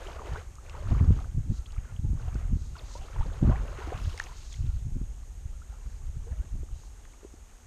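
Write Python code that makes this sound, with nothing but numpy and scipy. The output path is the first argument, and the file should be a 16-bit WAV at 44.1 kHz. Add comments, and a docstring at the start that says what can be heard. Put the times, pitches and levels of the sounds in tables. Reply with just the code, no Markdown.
"""Gusts buffet a chest-worn microphone as someone wades through a shallow river on a breezy day.
Wind is low noise, trains of pressure peaks and single thumps; the legs push up noise-washed bubbles
that gurgle and fizz, with single pops and drop ticks; a rod tip and other faint whistles are rough
gliding tones, sleeves are swells of bright noise, and a steady hiss is coloured noise."""
import sys
import numpy as np
from scipy import signal
from scipy.fft import rfft, irfft, next_fast_len
from scipy.io import wavfile
from scipy.ndimage import uniform_filter1d

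SR = 44100
rng = np.random.default_rng(int(sys.argv[2]) if len(sys.argv) > 2 else 0)


def output_pcm(signal):
    """Save a mono or channel-first signal as 16-bit PCM at the path in sys.argv[1].

    Samples are clipped to [-1, 1] before scaling.
    """
    pcm = np.clip(np.atleast_2d(signal).T, -1, 1) * 32767
    wavfile.write(sys.argv[1], SR, np.round(pcm).astype(np.int16))


def convert_level_to_amplitude(level_db):
    """Map a level in decibels to its linear amplitude factor."""
    exponent = np.asarray(level_db, float) / 20
    return 10 ** exponent


N = 337806

# Levels in all tables are those ahead of the microphone port.


def rms_one(x):
    """Scales to unit power."""
    return x / np.sqrt(np.mean(x ** 2) + 1e-20)


def drift(corner_hz):
    """Slow chance: noise through a double one-pole low-pass at SR / 20, spread 1."""
    r = np.exp(-2 * np.pi * corner_hz * 20 / SR)
    noise = rng.standard_normal(N // 20 + 4002)
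    slow = signal.lfilter([1], [1, -2 * r, r * r], noise)[4000:]  # settled part
    return np.interp(np.arange(N) / 20, np.arange(len(slow)), rms_one(slow))


def band(x, low_hz, high_hz, order=2):
    """Butterworth band-pass."""
    return signal.sosfilt(signal.butter(order, [low_hz, high_hz], "band", fs=SR, output="sos"), x)


def evened(x, window_s):
    """Takes out the swells of a noise that are slower than the window; rms 1."""
    size = int(window_s * SR)
    power = uniform_filter1d(uniform_filter1d(x ** 2, size), size)
    return rms_one(x / np.sqrt(power + 1e-12))


def coloured(points):
    """Noise with the given spectrum, interpolated over log frequency; rms 1."""
    size = next_fast_len(N)
    hz, db = np.transpose(points)
    bin_hz = np.fft.rfftfreq(size, 1 / SR)
    shape = convert_level_to_amplitude(np.interp(np.log(bin_hz + 1), np.log(hz), db))
    return rms_one(irfft(rfft(rng.standard_normal(size)) * shape, size)[:N])


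def add(out, start_s, sound):
    """Mixes a short sound in at its start time."""
    at = round(start_s * SR)
    out[at:at + len(sound)] += sound[:N - at]


def wind():
    """Eddies strike the port: slow ones blur to rumble, small ones pass as separate pressure peaks."""
    # hardest single eddies: centre_s, level_db, width_ms
    thumps = [(0.337, -20, 6.9), (0.889, -11.5, 5.3), (0.926, -13, 4.5), (1.012, -4.5, 3.7),
              (1.106, 0, 2.57), (1.377, -8, 5.4), (1.508, -19, 2.7), (1.784, -13.5, 5.8),
              (1.995, -12.5, 4.8), (2.094, -20, 2.9), (2.103, -19, 3.4), (2.133, -18, 2.45),
              (2.355, -19.5, 1.85), (2.528, -10.5, 3.3), (2.558, -15, 3.1), (2.57, -22.5, 2.05),
              (3.204, -5.5, 7.1), (3.428, 1, 2.8), (3.508, -32, 3.5), (4.012, -38, 4.7), (4.077, -15, 5.8),
              (4.648, -29, 15), (4.853, -18, 6.4), (5.015, -18.5, 2.4), (5.459, -16.5, 6.2),
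              (5.873, -29, 6.6), (6.096, -22, 6.5), (6.169, -18.5, 7.3), (6.325, -23, 4.5)]
    rumble_db, flutter_db, eddy_db = gusts()
    white = rng.standard_normal((2, N))
    rumble = evened(band(white[0], 18.2, 67.2, order=3), window_s=0.1)

    peaks_per_s = 70
    passing = (rng.random(N) < peaks_per_s / SR) * rng.uniform(0.17, 1, N)
    train = signal.oaconvolve(passing, eddy(width_ms=5.55))[:N]
    peaks = evened(band(train, 85.9, 171), window_s=0.029)

    # the smallest eddies ride on the peaks
    small = band(white[1], 133.6, 263.6, order=3)
    small = rms_one(small * convert_level_to_amplitude(2.5 * drift(25) + 3.5 * peaks))

    push = convert_level_to_amplitude(rumble_db) * (rumble + convert_level_to_amplitude(flutter_db) * peaks + convert_level_to_amplitude(eddy_db) * small)
    for centre_s, level_db, width_ms in thumps:
        add(push, centre_s - 0.02, convert_level_to_amplitude(level_db) * eddy(width_ms))
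    return push


def gusts():
    """Rumble level with its lumps and buffets; flutter and small eddies relative to it, in dB."""
    # gust curve: time_s, rumble_db, flutter_db (above the rumble)
    gust_points = [(0.0, -35, 0), (0.04, -37.5, -14.5), (0.66, -40.5, -10.5), (1.09, -18, -4),
                   (1.23, -33.5, -7), (1.38, -31.5, -1), (1.71, -37, -22.5), (1.98, -40, 3),
                   (2.11, -22.5, -7), (2.22, -34.5, -2), (2.45, -28, -16.5), (2.56, -30, -6.5),
                   (2.84, -37, -10), (3.11, -32, -15.5), (3.2, -22, -11), (3.35, -39, -4),
                   (3.46, -16, -4.5), (3.75, -36, -15.5), (4.1, -31.5, -16), (4.14, -35.5, -15),
                   (4.5, -37.5, -22), (4.59, -38.5, -0.5), (4.76, -29, -18.5), (4.84, -34, -2.5),
                   (4.97, -30.5, -15), (5.25, -35.5, -30), (6.36, -38, -13), (7.66, -47, -25.5)]
    # short buffets and lulls: centre_s, swell_db, half_length_s, sharpness_db (extra flutter and eddies)
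    buffets = [(0.304, 3, 0.049, 5), (0.33, 4.5, .05, 8), (0.93, 9, 0.053, 2), (1.018, 4, 0.017, 8),
               (1.108, 4, 0.048, 3.5), (1.205, 7, 0.053, -17), (1.328, -13, 0.027, 1),
               (1.392, 6.5, 0.045, 3), (1.515, 9.5, 0.062, 10), (1.597, 12.5, 0.022, -5),
               (1.75, 5.5, 0.085, -5), (2.051, -2.5, 0.024, 14), (2.105, 4, .05, -14),
               (2.136, -3, 0.042, 8), (2.359, 7.5, 0.054, 5), (2.525, 7, 0.12, 6), (2.487, -9, 0.024, -2),
               (2.794, -9, 0.049, 1), (3.087, -9.5, 0.065, -4), (3.192, 1, 0.11, -0.5),
               (3.232, -13, 0.026, 7), (3.311, 10, 0.059, -8), (3.414, 0, 0.035, 9), (3.477, 0, .06, -2),
               (3.492, 1.5, 0.039, 8), (3.965, 4, 0.12, 13.5), (4.064, 10, 0.052, -6.5),
               (4.544, 1, 0.048, -15), (4.606, 8, 0.061, 0), (4.653, 3, 0.035, 8),
               (4.685, 13.5, 0.027, -11), (4.754, 10.5, 0.023, -15), (4.853, -1, .05, 7),
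               (4.965, 5.5, 0.041, 8), (5.019, 12.5, 0.051, 0), (5.464, 0, 0.045, -16),
               (5.88, 6.5, 0.052, 6), (6.06, 10.5, 0.074, -2), (6.176, 7, 0.096, 10.5),
               (6.321, 18.5, 0.023, -4), (6.394, 14.5, .04, -4), (6.444, 0, 0.03, 7), (6.548, 13, 0.05, 4),
               (6.611, 9.5, 0.055, 4), (6.738, 6.5, 0.093, -18), (6.902, 6.5, .06, -11)]
    time_s, rumble_points_db, flutter_points_db = np.transpose(gust_points)
    t = np.arange(N) / SR
    gust_db = np.interp(t, time_s, rumble_points_db)
    flutter_db = np.interp(t, time_s, flutter_points_db)

    swell_db = 1.78 * drift(8.1)  # lumps
    sharp_db = 0.85 * drift(8.2)
    for centre_s, peak_swell_db, half_length_s, sharpness_db in buffets:
        shape = np.hanning(int(2 * half_length_s * SR))
        add(swell_db, centre_s - half_length_s, peak_swell_db * shape)
        add(sharp_db, centre_s - half_length_s, sharpness_db * shape)
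    flutter_db = flutter_db + sharp_db

    # small eddies follow the flutter and grow with gusts above -35 dB
    eddy_db = -16.5 + 0.89 * flutter_db + 0.45 * (gust_db + 35) + 4.2 * drift(11.0)
    return gust_db + swell_db, flutter_db, eddy_db


def eddy(width_ms):
    """A pressure peak between two shallower troughs, centred at 20 ms; it collapses faster than it builds."""
    u = (np.arange(int(0.04 * SR)) / SR - 0.02) * 1000 / width_ms
    peak = np.exp(-np.where(u < 0, 2.5, 4.5) * u ** 2)
    return peak - 0.18 * np.exp(-0.6 * u ** 2)


def water():
    """Large bubbles slosh, small ones fizz, the finest crackle as spray, each on a wash of unresolved ones."""
    slosh_gain, fizz_gain, spray_gain = surges()
    white = rng.standard_normal((3, N))
    slosh_wash = rms_one(band(white[0], 300, 1210))
    fizz_wash = rms_one(band(white[1], 820, 2470))
    spray_wash = rms_one(band(white[2], 2500, 6000, order=1))
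    slosh = gurgle(450, 347.8, 1429, 4.74, 3.8, 2.5, tilt_db=5.0) + 0.53 * slosh_wash
    fizz = gurgle(700, 1100, 3000, 5.5, 3.2, 3.5, tilt_db=-3.0) + 0.6 * fizz_wash
    spray = gurgle(900, 2600, 7500, 6.0, 4.0, 3.5, tilt_db=-4.0) + 0.7 * spray_wash
    return slosh_gain * rms_one(slosh) + fizz_gain * rms_one(fizz) + spray_gain * rms_one(spray)


def surges():
    """Gain of slosh, fizz and spray: every leg push rises, holds and drains, over a steady lapping."""
    # pushes of a leg through the water: start_s, length_s, slosh_db, fizz_db, spray_db
    pushes = [(0.0, 0.052, -46, -50, -57), (0.056, 0.026, -58, -49.5, -54.5), (0.106, .1, -44, -58, -61.5),
              (0.262, 0.12, -45, -47.5, -56), (0.662, 0.18, -50.5, -55.5, -62),
              (0.893, 0.091, -44, -51, -59), (1.04, 0.15, -46.5, -56, -59.5),
              (1.536, 0.054, -59.5, -74, -65), (1.722, 0.2, -59.5, -59, -82),
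              (2.203, 0.25, -52.5, -57, -64), (2.768, 0.077, -52.5, -56, -59),
              (2.975, .12, -50.5, -57, -58.5), (3.138, .14, -49, -52.5, -61),
              (3.34, 0.027, -44, -55, -58.5), (3.458, 0.12, -41, -49.5, -60.5), (3.62, .15, -45, -56, -60),
              (3.787, 0.17, -42.5, -46.5, -55.5), (3.987, 0.28, -52, -53.5, -52.5),
              (4.308, 0.11, -63, -60, -59.5), (4.524, 0.24, -66.5, -73, -62), (5.72, 0.29, -63.5, -67, -83),
              (6.28, 0.18, -60.5, -65.5, -87), (6.75, 0.62, -70, -83, -73), (7.2, 0.12, -71, -83, -80)]
    # lapping between the surges: slosh_db, fizz_db, spray_db
    lapping_db = (-66.5, -67.5, -71)
    rise_db_per_s, fall_db_per_s = 224, 136
    t = np.arange(N) / SR
    power = convert_level_to_amplitude(np.array(lapping_db))[:, None] ** 2
    for start_s, length_s, *level_db in pushes:
        before_db = rise_db_per_s * (start_s - t)
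        after_db = fall_db_per_s * (t - start_s - length_s)
        lost_db = np.maximum(np.maximum(before_db, after_db), 0)
        power = power + np.outer(convert_level_to_amplitude(np.array(level_db)) ** 2, convert_level_to_amplitude(-2 * lost_db))
    return np.sqrt(power)


def gurgle(per_s, low_hz, high_hz, cycles, spread_db, clump_db, tilt_db):
    """Bubbles of 16 sizes are born at random, in clumps; the smallest differ from the largest by the tilt; rms 1."""
    born = rng.random(N) < per_s * convert_level_to_amplitude(clump_db * drift(11)) / SR
    level_db = spread_db * np.minimum(rng.exponential(1, N), 4)
    strikes = born * convert_level_to_amplitude(level_db) * rng.choice([-1, 1], N)
    dealt = rng.integers(0, 16, N)  # size of each bubble
    out = np.zeros(N)
    for k, hz in enumerate(np.geomspace(low_hz, high_hz, 16)):
        ring = bubble(hz, cycles / hz, rise=0.12)
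        out += convert_level_to_amplitude(tilt_db * k / 15) * signal.oaconvolve(strikes * (dealt == k), ring)[:N]
    return rms_one(out)


def bubble(pitch_hz, length_s, rise):
    """A pinched-off air pocket rings, dies away and climbs in pitch as it nears the surface; peak near 1."""
    t = np.arange(int(4 * length_s * SR) + 8) / SR
    u = t / length_s
    shape = 1.98 * (1 - np.exp(-11.0 * u)) * np.exp(-1.3 * u)
    shape = shape * (1 - (u / u[-1]) ** 4)  # ends at zero
    return shape * np.sin(2 * np.pi * pitch_hz * t * (1 + rise * (u - 1) / 2))


def pops():
    """The bubbles and drops loud enough to be heard one by one, each a ringing air pocket."""
    # start_s, peak_db, pitch_hz, length_ms (time scale of the decay)
    loud_bubbles = [(0.064, -40, 387, 13), (0.071, -38, 3080, 2.3), (0.083, -35, 610, 6.3),
                    (0.19, -39, 1160, 4.9), (0.218, -34.5, 920, 5), (0.358, -34, 1460, 6.1),
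                    (0.361, -30, 910, 2.6), (0.584, -43.5, 1220, 5.9), (0.696, -39, 2620, 2.3),
                    (0.749, -37.5, 940, 9.3), (0.782, -45.5, 600, 26), (0.824, -39, 550, 5.9),
                    (0.872, -36, 1240, 3), (0.913, -33.5, 670, 8.5), (0.948, -35.5, 1170, 5.2),
                    (1.206, -44.5, 750, 13), (1.661, -42, 3200, 2.2), (1.666, -48, 4240, 1.5),
                    (1.705, -50, 2885, 3.6), (1.764, -43.5, 1240, 3.7), (1.78, -43, 2217, 1.3),
                    (1.852, -46.5, 1560, 4), (1.964, -45.5, 3060, 2.1), (2.28, -39.5, 700, 7.1),
                    (2.357, -42, 1390, 3.5), (2.444, -50, 1430, 3.1), (2.754, -41.5, 1380, 6.9),
                    (2.766, -44, 1030, 7.5), (2.909, -48, 985, 7.6), (2.951, -41, 953, 19),
                    (2.954, -35, 527, 4.7), (3.014, -46, 760, 20), (3.162, -33, 945, 3.5),
                    (3.209, -33.5, 890, 10.6), (3.259, -40, 500, 11.5), (3.46, -42, 1130, 5.5),
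                    (3.493, -30.5, 610, 16), (3.519, -34, 1040, 15), (3.533, -37.5, 756, 22),
                    (3.558, -35, 1780, 2.3), (3.808, -39.5, 780, 6.1), (3.872, -34.5, 312, 14),
                    (3.921, -28, 456, 5.6), (3.927, -30.5, 744, 8.1), (4.141, -42, 470, 11),
                    (4.178, -37, 2060, 3.3), (4.2, -17, 1730, 2), (4.215, -43, 910, 7.5),
                    (4.269, -36.5, 2270, 1.1), (4.287, -46.5, 980, 15), (4.318, -45.5, 970, 10),
                    (4.524, -43, 3460, 2.9), (4.54, -41, 3350, 2.4), (4.542, -46, 2040, 3.5),
                    (5.618, -46.5, 1350, 6.8), (5.726, -51.5, 820, 11), (6.267, -43.5, 460, 24),
                    (6.31, -53, 920, 9), (6.323, -51, 1730, 7), (6.33, -49, 634, 7.9),
                    (6.632, -37.5, 345, 3.7), (6.835, -49, 947, 2.4), (7.053, -42, 1710, 0.85),
                    (7.135, -51, 2180, 2.4), (7.231, -42, 402, 5.7), (7.248, -34.5, 377, 6.7),
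                    (7.339, -40.5, 310, 4.9)]
    out = np.zeros(N)
    for start_s, peak_db, pitch_hz, length_ms in loud_bubbles:
        add(out, start_s, convert_level_to_amplitude(peak_db) * bubble(pitch_hz, length_ms / 1000, rise=0.101))
    return out


def ticks():
    """Drops and tackle tick: noise bursts of about a millisecond, broad around a nominal pitch."""
    # start_s, peak_db, nominal_hz
    strikes = [(0.5545, -39, 6300), (0.6954, -43, 3200), (0.6967, -36, 5600), (1.6586, -42, 3130),
               (1.7215, -41, 6500), (2.3441, -37, 6500), (2.7678, -41.5, 4200), (3.4333, -38, 3320),
               (3.976, -33, 3400), (4.1764, -29, 6480), (4.1884, -33, 3990), (4.1978, -25, 5800),
               (4.2204, -38, 5000), (4.239, -32.5, 6520), (4.5246, -39, 3400), (4.5282, -33, 6200),
               (4.5399, -45, 3180), (4.56, -43, 3900), (5.6164, -64, 6590), (6.1674, -71, 6530),
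               (7.0514, -56, 6570)]
    out, t = np.zeros(N), np.arange(200) / SR
    noises = rng.standard_normal((len(strikes), 200))
    for (start_s, peak_db, nominal_hz), noise in zip(strikes, noises):
        noise = noise * np.exp(-t / 0.0012)
        burst = band(noise, nominal_hz * 0.55, min(nominal_hz * 1.22, 8800), order=3)
        add(out, start_s, convert_level_to_amplitude(peak_db) * burst / np.abs(burst).max())
    return out


def whistles():
    """A thin edge sheds eddies at a rate set by its speed: a short rough tone."""
    # faint and breathy, the first from the rod tip whipping past: start_s, from_hz, to_hz, length_s, level_db
    tones = [(2.776, 5760, 2700, 0.028, -46.5), (1.547, 1340, 1346, 0.092, -60),
             (1.669, 1330, 1290, 0.04, -57), (1.85, 1520, 1340, 0.086, -55), (2.03, 832, 866, 0.058, -57),
             (4.633, 1420, 1380, 0.11, -61), (5.533, 1380, 1400, .05, -63), (5.682, 1410, 1350, 0.094, -59),
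             (6.227, 378, 470, 0.048, -58), (6.34, 610, 640, 0.07, -61), (6.39, 1315, 1750, .06, -59.5)]
    out = np.zeros(N)
    noises = rng.standard_normal((len(tones), 8000))
    for (start_s, from_hz, to_hz, length_s, level_db), noise in zip(tones, noises):
        size = int(length_s * SR)
        phase = 2 * np.pi * np.cumsum(np.linspace(from_hz, to_hz, size)) / SR
        rough = 1 + 0.3 * rms_one(uniform_filter1d(noise, size=150))[:size]
        fade = signal.windows.tukey(size, 0.7)
        add(out, start_s, convert_level_to_amplitude(level_db) * fade * rough * np.sin(phase))
    return out


def sleeves():
    """Cloth rubs on cloth as the arm casts: soft swells of bright, slightly uneven noise."""
    # strokes: start_s, length_s, level_db
    strokes = [(1.519, 0.088, -54.5), (2.52, 0.25, -61.5), (2.83, 0.18, -52), (4.022, 0.12, -55),
               (4.278, 0.39, -54.5), (5.802, 0.22, -67), (6.695, 0.24, -63.5)]
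    # cloth spectrum, relative: frequency_hz, density_db (per Hz)
    cloth_spectrum = [(2800, -6), (4000, 5), (5000, 3), (7000, 2.5), (9000, -10), (11000, -28)]
    gain = np.zeros(N)
    for start_s, length_s, level_db in strokes:
        add(gain, start_s, convert_level_to_amplitude(level_db) * np.sqrt(np.hanning(int(length_s * SR))))
    return gain * coloured(cloth_spectrum) * convert_level_to_amplitude(1.8 * drift(30))


def hiss():
    """The steady floor: stationary coloured noise."""
    # relative spectrum: frequency_hz, density_db (per Hz)
    floor_spectrum = [(120, -21), (200, 1), (644, -9), (859, -6), (1050, -16.5), (1770, -14.5), (4840, -20),
                      (6570, -10.5), (9080, -15), (10300, -26.5), (11500, -22.5), (12800, -23.5),
                      (14800, -38)]
    return convert_level_to_amplitude(-58) * coloured(floor_spectrum)


def scene():
    """Wind, water, tackle, sleeves and the steady floor, in one channel."""
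    mix = wind() + water() + pops() + ticks() + whistles() + sleeves() + hiss()
    return mix[None]


def roll_off(x):
    """The treble ends steeply here."""
    return signal.sosfilt(signal.butter(12, 14910, fs=SR, output="sos"), x)


def record(dry):
    """The microphone port rings near its resonance, peaks are rounded, both ends of the spectrum are cut."""
    port_hz, port_width_hz, port_gain = 6520, 400, 0.96
    r = np.exp(-np.pi * port_width_hz / SR)
    zeros = [(1 - r * r) / 2, 0, (r * r - 1) / 2]
    poles = [1, -2 * r * np.cos(2 * np.pi * port_hz / SR), r * r]
    ringing = signal.lfilter(zeros, poles, dry)
    rounded = 0.41 * np.tanh((dry + port_gain * ringing) / 0.65)
    low_cut = signal.lfilter([1, -1], [1, -np.exp(-2 * np.pi * 12 / SR)], rounded)  # 12 Hz
    # 60 dB down from 15600 Hz up
    finished = signal.sosfilt(signal.cheby2(12, 60, 15600, fs=SR, output="sos"), low_cut)
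    return roll_off(finished)


dry = scene()
out = record(dry)
output_pcm(out)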